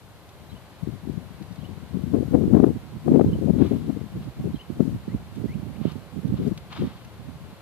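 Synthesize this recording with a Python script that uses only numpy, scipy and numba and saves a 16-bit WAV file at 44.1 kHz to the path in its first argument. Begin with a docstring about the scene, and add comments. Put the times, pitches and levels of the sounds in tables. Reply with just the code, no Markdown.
"""Wind thumps and buffets first one port, then the other, of a small stereo microphone with no windshield.
Close under it a horse cantering round a sand arena blows and snorts, as breath noise through nostril
resonances, and tack ticks as brief noise clicks. Farther off, two birds call in gliding sines, a faint
tone drones, and the countryside murmurs in noise bands over a flat hiss. Wind is noise whose pitch
follows its level, plus single eddies of a few swings each."""
import sys
import numpy as np
from scipy import signal
from scipy.io import wavfile
from scipy.ndimage import uniform_filter1d
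from numba import njit

SR = 44100
rng = np.random.default_rng(int(sys.argv[2]) if len(sys.argv) > 2 else 0)


def wav_out(sig):
    """Save sig, one row per channel (or a flat mono array), as 16-bit PCM at SR to the path in sys.argv[1]."""
    wavfile.write(sys.argv[1], SR, np.round(np.clip(np.atleast_2d(sig).T, -1, 1) * 32767).astype(np.int16))


N = 335601
T = np.arange(N) / SR   # time, s


def amp(db):
    """Turn dB into gain."""
    return 10 ** (np.asarray(db) / 20)


def rms_one(x):
    """Scale to rms 1."""
    return x / np.sqrt(np.mean(x ** 2) + 1e-20)


def at_hz(points, hz):
    """Read a spectrum between its points on a log frequency axis."""
    points_hz, values = np.transpose(points)
    return np.interp(np.log(hz), np.log(points_hz), values)


def drift(rate_hz):
    """Slow random wander of spread 1: low-passed noise, made at one sample in 40 and interpolated."""
    r = np.exp(-80 * np.pi * rate_hz / SR)
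    white = rng.standard_normal(N // 40 + 2002)
    slow = signal.lfilter([1], [1, -2 * r, r * r], white)[2000:]   # skip the filter's start
    return np.interp(np.arange(N) / 40, np.arange(len(slow)), rms_one(slow))


def add(track, start_s, sound):
    """Mix a sound into the track at its start time."""
    i = max(round(start_s * SR), 0)
    track[i:i + len(sound)] += sound[:len(track) - i]


def resonance(x, centre_hz, width_hz):
    """Two-pole resonance with gain 1 at its peak."""
    r = np.exp(-np.pi * width_hz / SR)
    numerator = np.array([1, 0, -1]) * (1 - r * r) / 2
    return signal.lfilter(numerator, [1, -2 * r * np.cos(2 * np.pi * centre_hz / SR), r * r], x)


def band_noise(white, low_hz, high_hz):
    """Keep one band of a noise."""
    return signal.sosfilt(signal.butter(2, [low_hz, high_hz], "band", fs=SR, output="sos"), white)


HISS_DB = -60   # before the swell


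def hiss(wind_db, knee_db=-24, most_db=5):
    """Flat noise, separate in each channel, that swells in both with the stronger port's wind."""
    push = uniform_filter1d(amp(wind_db).max(axis=0), size=2000)
    swell_db = most_db * np.tanh(push / amp(knee_db))
    return amp(HISS_DB + swell_db + 0.13 * drift(13)) * rng.standard_normal((2, N))


# spectrum of the far countryside: (band_hz, relative level_db per Hz)
MURMUR_SPECTRUM = [(40, -37), (76, -4), (124, 3), (225, -6.5), (350, -5.5), (600, -7.5), (963, -10),
                   (1400, -15), (2000, -17.5), (3500, -21), (4500, -20), (6000, -86), (9000, -15)]
# how alike the murmur is at the two ports: (band_hz, likeness from 0 separate to 1 same)
PORT_LIKENESS = [(100, 0.61), (300, 0.69), (640, 0.88), (1400, 0.69), (3100, 0.077), (6000, 0.41)]
MURMUR_DB, MURMUR_PAN_DB = -48, 1.5   # level before the opening dip; left over right


def murmur(patchy_db=0.3):
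    """Far traffic and leaves: half-octave noise bands, each flickering; it opens 3 dB down, then rises."""
    out, together = 0, drift(1.2)
    edges_hz = 35 * 2 ** np.arange(0, 8.1, .5)
    white = rng.standard_normal((2, 2, N))
    for k, (low_hz, high_hz) in enumerate(zip(edges_hz, edges_hz[1:])):
        centre_hz = np.sqrt(low_hz * high_hz)
        mid, side = band_noise(white[k % 2], low_hz, high_hz)   # neighbouring bands use separate noise
        alike = np.clip(at_hz(PORT_LIKENESS, centre_hz), -1, 1)
        flicker_db = patchy_db * (0.23 * together + drift(24))
        gain = amp(at_hz(MURMUR_SPECTRUM, centre_hz) + flicker_db)
        stereo = np.sqrt(1 + alike) * mid + np.sqrt(1 - alike) * side * [[1], [-1]]
        out = out + gain * stereo
    opening_dip = amp(-3 * np.exp(-T / .5))
    pan = amp([[MURMUR_PAN_DB / 2], [-MURMUR_PAN_DB / 2]])
    return amp(MURMUR_DB) * opening_dip * rms_one(out) * pan


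# a faint far drone, before it wavers: (time_s, level_db, pitch_hz)
DRONE_PATH = [(4.8, -80, 660), (5.3, -64, 640), (5.7, -60, 590), (6.1, -65, 580), (6.5, -80, 580)]


def drone():
    """A far sine whose pitch and level both wander, so it sounds wavering and breathy."""
    time_s, level_db, pitch_hz = np.transpose(DRONE_PATH)
    wavering_hz = np.interp(T, time_s, pitch_hz) + 15 * drift(20)
    turns = np.cumsum(wavering_hz) / SR
    return amp(np.interp(T, time_s, level_db) + 3 * drift(15)) * np.sin(2 * np.pi * turns)


def note(track, start_s, level_db, rows):
    """A sine gliding along (time_s, pitch_hz, level_db) rows, soft at both ends."""
    time_s, pitch_hz, row_db = np.transpose(rows)
    t = np.arange(time_s[0], time_s[-1], 1 / SR)
    turns = np.cumsum(np.interp(t, time_s, pitch_hz)) / SR
    tone = np.sqrt(2) * np.sin(2 * np.pi * turns)   # rms 1
    loudness = amp(level_db + np.interp(t, time_s, row_db)) * signal.windows.tukey(len(t), .3)
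    add(track, start_s + time_s[0], loudness * tone)


# the first bird's phrase, three notes each of rows: (time_s into the phrase, pitch_hz, relative level_db)
PHRASE_NOTES = [
    [(0, 3900, 1), (.014, 3900, -4), (.026, 4300, -4)],
    [(.02, 3350, -3), (.03, 3050, 2), (.042, 3400, -2)],
    [(.052, 2650, -2), (.074, 3095, 7), (.086, 2900, 5)],
]
# when it sings the phrase: (start_s, level_db, first_note_extra_db)
PHRASE_CALLS = [(0.494, -61, 5), (1.585, -63, 0), (3.263, -62, 0), (4.536, -56, 0), (5.811, -63, 0)]
# the second bird's rising whistles: (start_s, length_s, start_pitch_hz, level_db, flick_extra_db)
WHISTLE_CALLS = [(5.08, 0.072, 1756, -60.5, 0), (5.469, 0.082, 1810, -57, 2), (5.728, .046, 1950, -64, 9)]
CLIMB_HZ_PER_S, FLICK_HZ, FLICK_S = 8300, 1100, 0.019   # a steady climb, then a last upward flick


def birds():
    """Two singers of gliding notes: moving air makes them waver, and trees add a short noise-tail blur."""
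    out = np.zeros(N)
    for start_s, level_db, first_db in PHRASE_CALLS:
        for k, rows in enumerate(PHRASE_NOTES):
            note(out, start_s, level_db + first_db * (k == 0), rows)
    for start_s, length_s, pitch_hz, level_db, flick_db in WHISTLE_CALLS:
        knee_s = length_s - FLICK_S
        knee_hz = pitch_hz + CLIMB_HZ_PER_S * knee_s
        note(out, start_s, level_db, [(0, pitch_hz, 0), (knee_s, knee_hz, 0),
                                      (knee_s + FLICK_S / 4, knee_hz + FLICK_HZ / 8, flick_db),
                                      (length_s, knee_hz + FLICK_HZ, flick_db)])
    out *= amp(3.0 * drift(60))
    t = T[:SR // 8]
    trees = rng.standard_normal(len(t)) * np.exp(-t / 0.03)
    blur = signal.fftconvolve(out, trees / np.linalg.norm(trees))[:N]
    return out + amp(-9) * blur


# tack and grit, before panning: (time_s, peak_level_db, centre_hz)
TACK_TICKS = [(0.293, -42, 3500), (1.427, -44, 3400), (1.527, -45, 3800), (1.56, -46, 3600),
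              (4.245, -49, 3560), (5.36, -46, 4500), (5.92, -41, 3500), (6.28, -44, 3780),
              (6.479, -39, 4200), (6.578, -33, 2760), (7.05, -42, 2410)]


def ticks():
    """Short broad clicks: a few ms of decaying noise through a wide resonance."""
    out, t = np.zeros(N), T[:SR // 50]
    noises = rng.standard_normal((len(TACK_TICKS), len(t)))
    for (time_s, peak_db, centre_hz), noise in zip(TACK_TICKS, noises):
        click = resonance(noise * np.exp(-t / .0045), centre_hz, .7 * centre_hz)
        add(out, time_s - .002, amp(peak_db) * click / np.abs(click).max())
    return out


# the horse's breaths, before flutter and panning: (start_s, level_db, rise_s, hold_s, fall_by_60_db_s)
BREATHS = [(3.557, -48.5, 0.038, 0.11, 0.8), (4.198, -53, 0.017, 0.026, 0.26),
           (5.339, -49, 0.021, 0.016, 0.12), (5.794, -49.5, 0.031, 0.12, 0.12),
           (6.33, -53, 0.025, 0.13, 0.36), (6.69, -43, 0.019, 0.079, 0.61), (6.8, -57.5, 0.08, 0.18, 0.32)]
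# nostril flutter of the snort: (first_flap_s, flaps_per_s, fade_s, depth as log gain)
SNORT_FLUTTER = (6.73, 24, .05, .55)
# nostril resonances: (centre_hz, width_hz, relative level_db)
NOSTRIL_PEAKS = [(760, 660, 1), (1280, 510, 4), (2070, 1300, -3.5), (3560, 1300, -3)]


def horse():
    """Breath noise through nostril resonances; the loudest flutters. Fence and ground scatter part of it."""
    puff, t = np.zeros(N), T[:SR]
    for start_s, level_db, rise_s, hold_s, fall_s in BREATHS:
        fall_db = -60 * np.maximum(t - hold_s, 0) / fall_s
        add(puff, start_s, amp(level_db + fall_db) * (1 - np.exp(-(t / rise_s) ** 2)))
    flap_s, flaps_per_s, fade_s, depth = SNORT_FLUTTER
    flaps = np.exp(-np.abs(T - flap_s) / fade_s) * np.cos(2 * np.pi * flaps_per_s * (T - flap_s))
    puff *= np.exp(depth * flaps)
    air = rng.standard_normal(N) + 0.8 * rng.standard_normal((2, N))   # shared, plus scatter at each port
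    nose = 0
    for k, (centre_hz, width_hz, peak_db) in enumerate(NOSTRIL_PEAKS):
        nose = nose + amp(peak_db) * resonance(air, centre_hz, width_hz) * (-1) ** k   # alternate polarity
    return puff * rms_one(nose) * amp(1.5 * drift(40))


@njit
def moving_band(x, turn, damping):
    """A band-pass and two low-pass resonators in a row, at 1, 1.5 and 2 times a moving pitch."""
    out, low, band = np.zeros(len(x)), np.zeros(3), np.zeros(3)
    for i in range(len(x)):
        v = x[i]
        for k in range(3):
            step = turn[i] * (k + 2) / 2   # radians per sample
            low[k] += step * band[k]
            band[k] += step * (v - low[k] - damping * band[k])
            v = low[k] if k else band[k]
        out[i] = v
    return out


# wind at the left and at the right port, before lumps and ceiling: (time_s, level_db)
LEFT_GUSTS = [(0.0, -48), (0.3, -54), (0.48, -36), (0.74, -51.5), (0.84, -28.5), (1.02, -40), (1.08, -32.5),
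              (1.28, -41), (1.88, -36.5), (2.16, -24), (2.31, -24), (2.36, -12.5), (2.5, -26.5), (2.55, -9),
              (2.69, -20), (2.84, -58), (3.04, -29.5), (3.14, -13), (3.32, -26), (3.52, -18.5),
              (3.76, -22.5), (3.86, -35.5), (3.9, -23.5), (4.06, -37), (4.22, -31), (4.32, -57),
              (4.46, -25), (4.7, -64), (4.82, -17.5), (4.92, -26), (5.02, -45), (5.14, -34.5), (5.4, -50),
              (5.48, -40), (6.1, -65), (6.48, -21.5), (6.62, -51), (6.77, -42), (6.82, -20), (6.88, -45),
              (7.48, -44), (7.6, -64)]
RIGHT_GUSTS = [(0.0, -54.5), (2.04, -54), (2.1, -40.5), (2.78, -29), (2.85, -42), (2.93, -32), (3.03, -42),
               (3.1, -30.5), (3.32, -26.5), (3.44, -39), (3.78, -31.5), (4.08, -58), (4.16, -30.5),
               (4.28, -30.5), (4.32, -51.5), (4.44, -25.5), (4.56, -37), (4.67, -49), (4.72, -25),
               (4.84, -53.5), (4.96, -25), (5.01, -46), (5.14, -31.5), (5.29, -47), (5.37, -29), (5.7, -36),
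               (5.86, -30.5), (6.02, -31.5), (6.1, -50), (6.17, -31), (6.36, -31.5), (6.68, -49),
               (6.85, -23.5), (6.92, -44.5), (7.1, -51.5), (7.27, -38.5), (7.6, -56)]
EDDY_HZ, EDDY_OCTAVES_PER_DB = 190, .035   # filter pitch at -23.5 dB, and how it climbs with the wind


def wind(gusts, lumpy_db=7.5):
    """Turbulence at one port: faster air is louder and its eddies pass quicker, so higher."""
    level_db = np.interp(T, *np.transpose(gusts))
    lumps_db = lumpy_db * np.tanh(.9 * drift(24))
    lumps_db = np.minimum(lumps_db, -16 - level_db)   # -16 dB ceiling leaves room for the single eddies
    pitch_hz = EDDY_HZ * 2 ** (EDDY_OCTAVES_PER_DB * (level_db + 0.9 * lumps_db + 23.5))
    rumble = moving_band(rng.standard_normal(N), 2 * np.pi * pitch_hz / SR, 1.43)
    rumble = rumble / np.sqrt(uniform_filter1d(rumble ** 2, size=900))   # even out, so lumps set the level
    return amp(level_db + lumps_db) * rumble, level_db


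# strongest single eddies, each at one port: (centre_s, nominal level_db, pitch_hz, nominal length_s,
# port 0 left 1 right)
EDDIES = [(0.833, -17.5, 150, 0.015, 0), (.875, -13, 235, 0.005, 0), (1.075, -15, 230, .005, 0),
          (1.099, -18, 252, 0.015, 0), (1.181, -14.5, 162, 0.016, 0), (1.415, -23, 189, 0.023, 0),
          (1.515, -25.5, 178, 0.027, 0), (1.587, -24, 178, 0.014, 0), (1.696, -24.5, 190, .012, 0),
          (1.778, -16, 164, 0.0099, 0), (1.951, -16, 191, 0.027, 0), (1.972, -16, 248, 0.0057, 0),
          (2.04, -13, 156, 0.013, 0), (2.081, -21, 159, .013, 0), (2.146, -5.5, 284, 0.019, 0),
          (2.169, -10.5, 235, 0.02, 0), (2.206, -9.5, 240, .006, 0), (2.229, -15, 309, 0.012, 0),
          (2.348, -1.5, 284, 0.02, 0), (2.419, -4.5, 237, 0.006, 0), (2.436, -9, 210, 0.012, 0),
          (2.457, -10, 194, 0.024, 0), (2.48, -8, 253, 0.0045, 1), (2.535, -3, 234, 0.014, 0),
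          (2.549, 0.5, 239, 0.013, 0), (2.572, -2, 295, 0.017, 0), (2.601, -2.5, 260, 0.015, 0),
          (2.631, -1.5, 240, 0.012, 0), (2.643, 1, 287, .008, 0), (2.672, -8.5, 280, 0.027, 0),
          (3.082, -9.5, 436, 0.0072, 0), (3.092, -11, 228, 0.041, 0), (3.117, -7, 224, 0.015, 1),
          (3.123, -4.5, 280, 0.01, 0), (3.147, -2.5, 262, 0.025, 0), (3.161, 2.5, 255, 0.0046, 0),
          (3.172, -3.5, 243, 0.018, 0), (3.197, 1.5, 326, 0.0038, 0), (3.213, -1, 350, 0.0061, 0),
          (3.247, -4, 284, 0.0073, 0), (3.26, -6.5, 133, 0.0113, 1), (3.284, -11, 185, 0.014, 1),
          (3.33, -6, 181, 0.0054, 1), (3.353, -10.5, 200, .006, 0), (3.39, -13.5, 237, 0.0053, 1),
          (3.461, -6, 189, 0.0089, 0), (3.5, -3, 222, 0.0098, 0), (3.506, -4, 230, 0.0084, 0),
          (3.596, -7.5, 220, 0.019, 0), (3.612, -3.5, 249, 0.016, 0), (3.623, -2, 274, 0.0065, 0),
          (3.716, -5.5, 225, 0.012, 0), (3.737, -17, 219, 0.014, 0), (3.764, -15, 210, 0.012, 0),
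          (3.9, -8.5, 243, 0.012, 0), (3.971, -19, 292, 0.017, 0), (4.014, -14.5, 227, 0.0071, 0),
          (4.397, -17.5, 194, 0.0082, 0), (4.456, -20, 170, 0.015, 1), (4.544, -14.5, 207, 0.0067, 1),
          (4.701, -11, 190, 0.0067, 1), (4.805, -3.5, 254, 0.012, 0), (4.826, -13, 208, 0.014, 0),
          (4.854, -16, 198, 0.0091, 0), (4.929, -21, 163, 0.019, 0), (4.881, -10.5, 199, 0.013, 0),
          (5.082, -15.5, 206, 0.011, 1), (5.143, -20, 194, 0.0097, 0), (5.148, -11, 182, 0.0045, 1),
          (5.384, -17.5, 237, 0.0067, 1), (5.443, -13, 235, 0.0086, 1), (5.457, -16, 247, 0.008, 1),
          (5.504, -22.5, 136, .03, 0), (5.554, -14.5, 172, .014, 1), (5.631, -19.5, 195, 0.016, 1),
          (5.815, -17.5, 208, 0.0086, 1), (5.854, -7, 260, 0.007, 1), (5.861, -22, 178, 0.0082, 0),
          (5.881, -16.5, 164, 0.016, 1), (6.166, -18.5, 166, 0.016, 1), (6.253, -11.5, 188, 0.017, 1),
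          (6.301, -18, 120, 0.035, 0), (6.325, -10, 188, .008, 1), (6.34, -10.5, 210, .011, 1),
          (6.401, -11.5, 184, 0.008, 1), (6.451, -11.5, 176, 0.0092, 0), (6.475, -11.5, 236, 0.026, 0),
          (6.519, -11.5, 188, 0.015, 0), (6.82, -13, 170, 0.02, 0), (6.85, -19, 259, 0.041, 1),
          (7.199, -28.5, 150, .02, 1), (7.29, -26, 150, 0.022, 1), (7.431, -32.5, 160, .02, 0),
          (7.53, -32.5, 170, .015, 1)]


def buffets():
    """Each eddy is a few gliding swings; strong ones break up into finer whirls that sound gritty."""
    out, chance = np.zeros((2, N)), rng.random((len(EDDIES), 4))
    t = np.arange(-.06, .06, 1 / SR)
    whirls = rng.standard_normal((len(EDDIES), len(t)))
    for (centre_s, level_db, pitch_hz, length_s, port), (a, b, c, d), noise in zip(EDDIES, chance, whirls):
        bell = 2 ** (-(2.61 * t / length_s) ** 2)
        glide = 1 - 0.098 * (c - .4) * t / length_s
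        turns = pitch_hz * t * glide + 0.26 * (a - .5)
        swing = -np.cos(2 * np.pi * turns)
        swing += 0.45 * np.cos(2 * np.pi * ((1.26 + .5 * d) * turns + b))
        swing += 0.5 * np.cos(2 * np.pi * (0.657 * turns + d))
        grit = rms_one(band_noise(noise, 1.54 * pitch_hz, 2.536 * pitch_hz))
        swing = bell * swing + amp(0.35 * level_db - 18) * bell ** 0.37 * grit
        point = np.exp(-np.hypot(turns, .07) / .09)   # sharpens the downward swing at the centre
        swing -= amp(.6 * level_db - 9) * point
        add(out[int(port > .5)], centre_s + t[0], amp(level_db - 2.5) * swing)
    return out


PORT_LAG = 3   # samples by which horse, birds and countryside reach the left port later


def scene():
    """Wind on each port by itself, the sounds of the place on both."""
    left, left_db = wind(LEFT_GUSTS)
    right, right_db = wind(RIGHT_GUSTS)
    place = (horse() + ticks() + birds() + drone()) * amp([[1.5], [-1.5]])   # 3 dB stronger on the left
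    place = place + murmur()
    place[0] = np.roll(place[0], PORT_LAG)
    return np.array([left, right]) + buffets() + place + hiss(np.array([left_db, right_db]))


CUTOFF_HZ = 14500   # top of the microphone's range


def record(dry):
    """The microphone chain: steep bass cut, rounded overload at full scale, steep treble cut."""
    x = signal.sosfilt(signal.butter(7, 55, "high", fs=SR, output="sos"), dry)
    x = x / (1 + np.abs(x) ** 14) ** (1 / 14)
    return signal.sosfilt(signal.ellip(12, .5, 75, CUTOFF_HZ, fs=SR, output="sos"), x)


dry = scene()
out = record(dry)
wav_out(out)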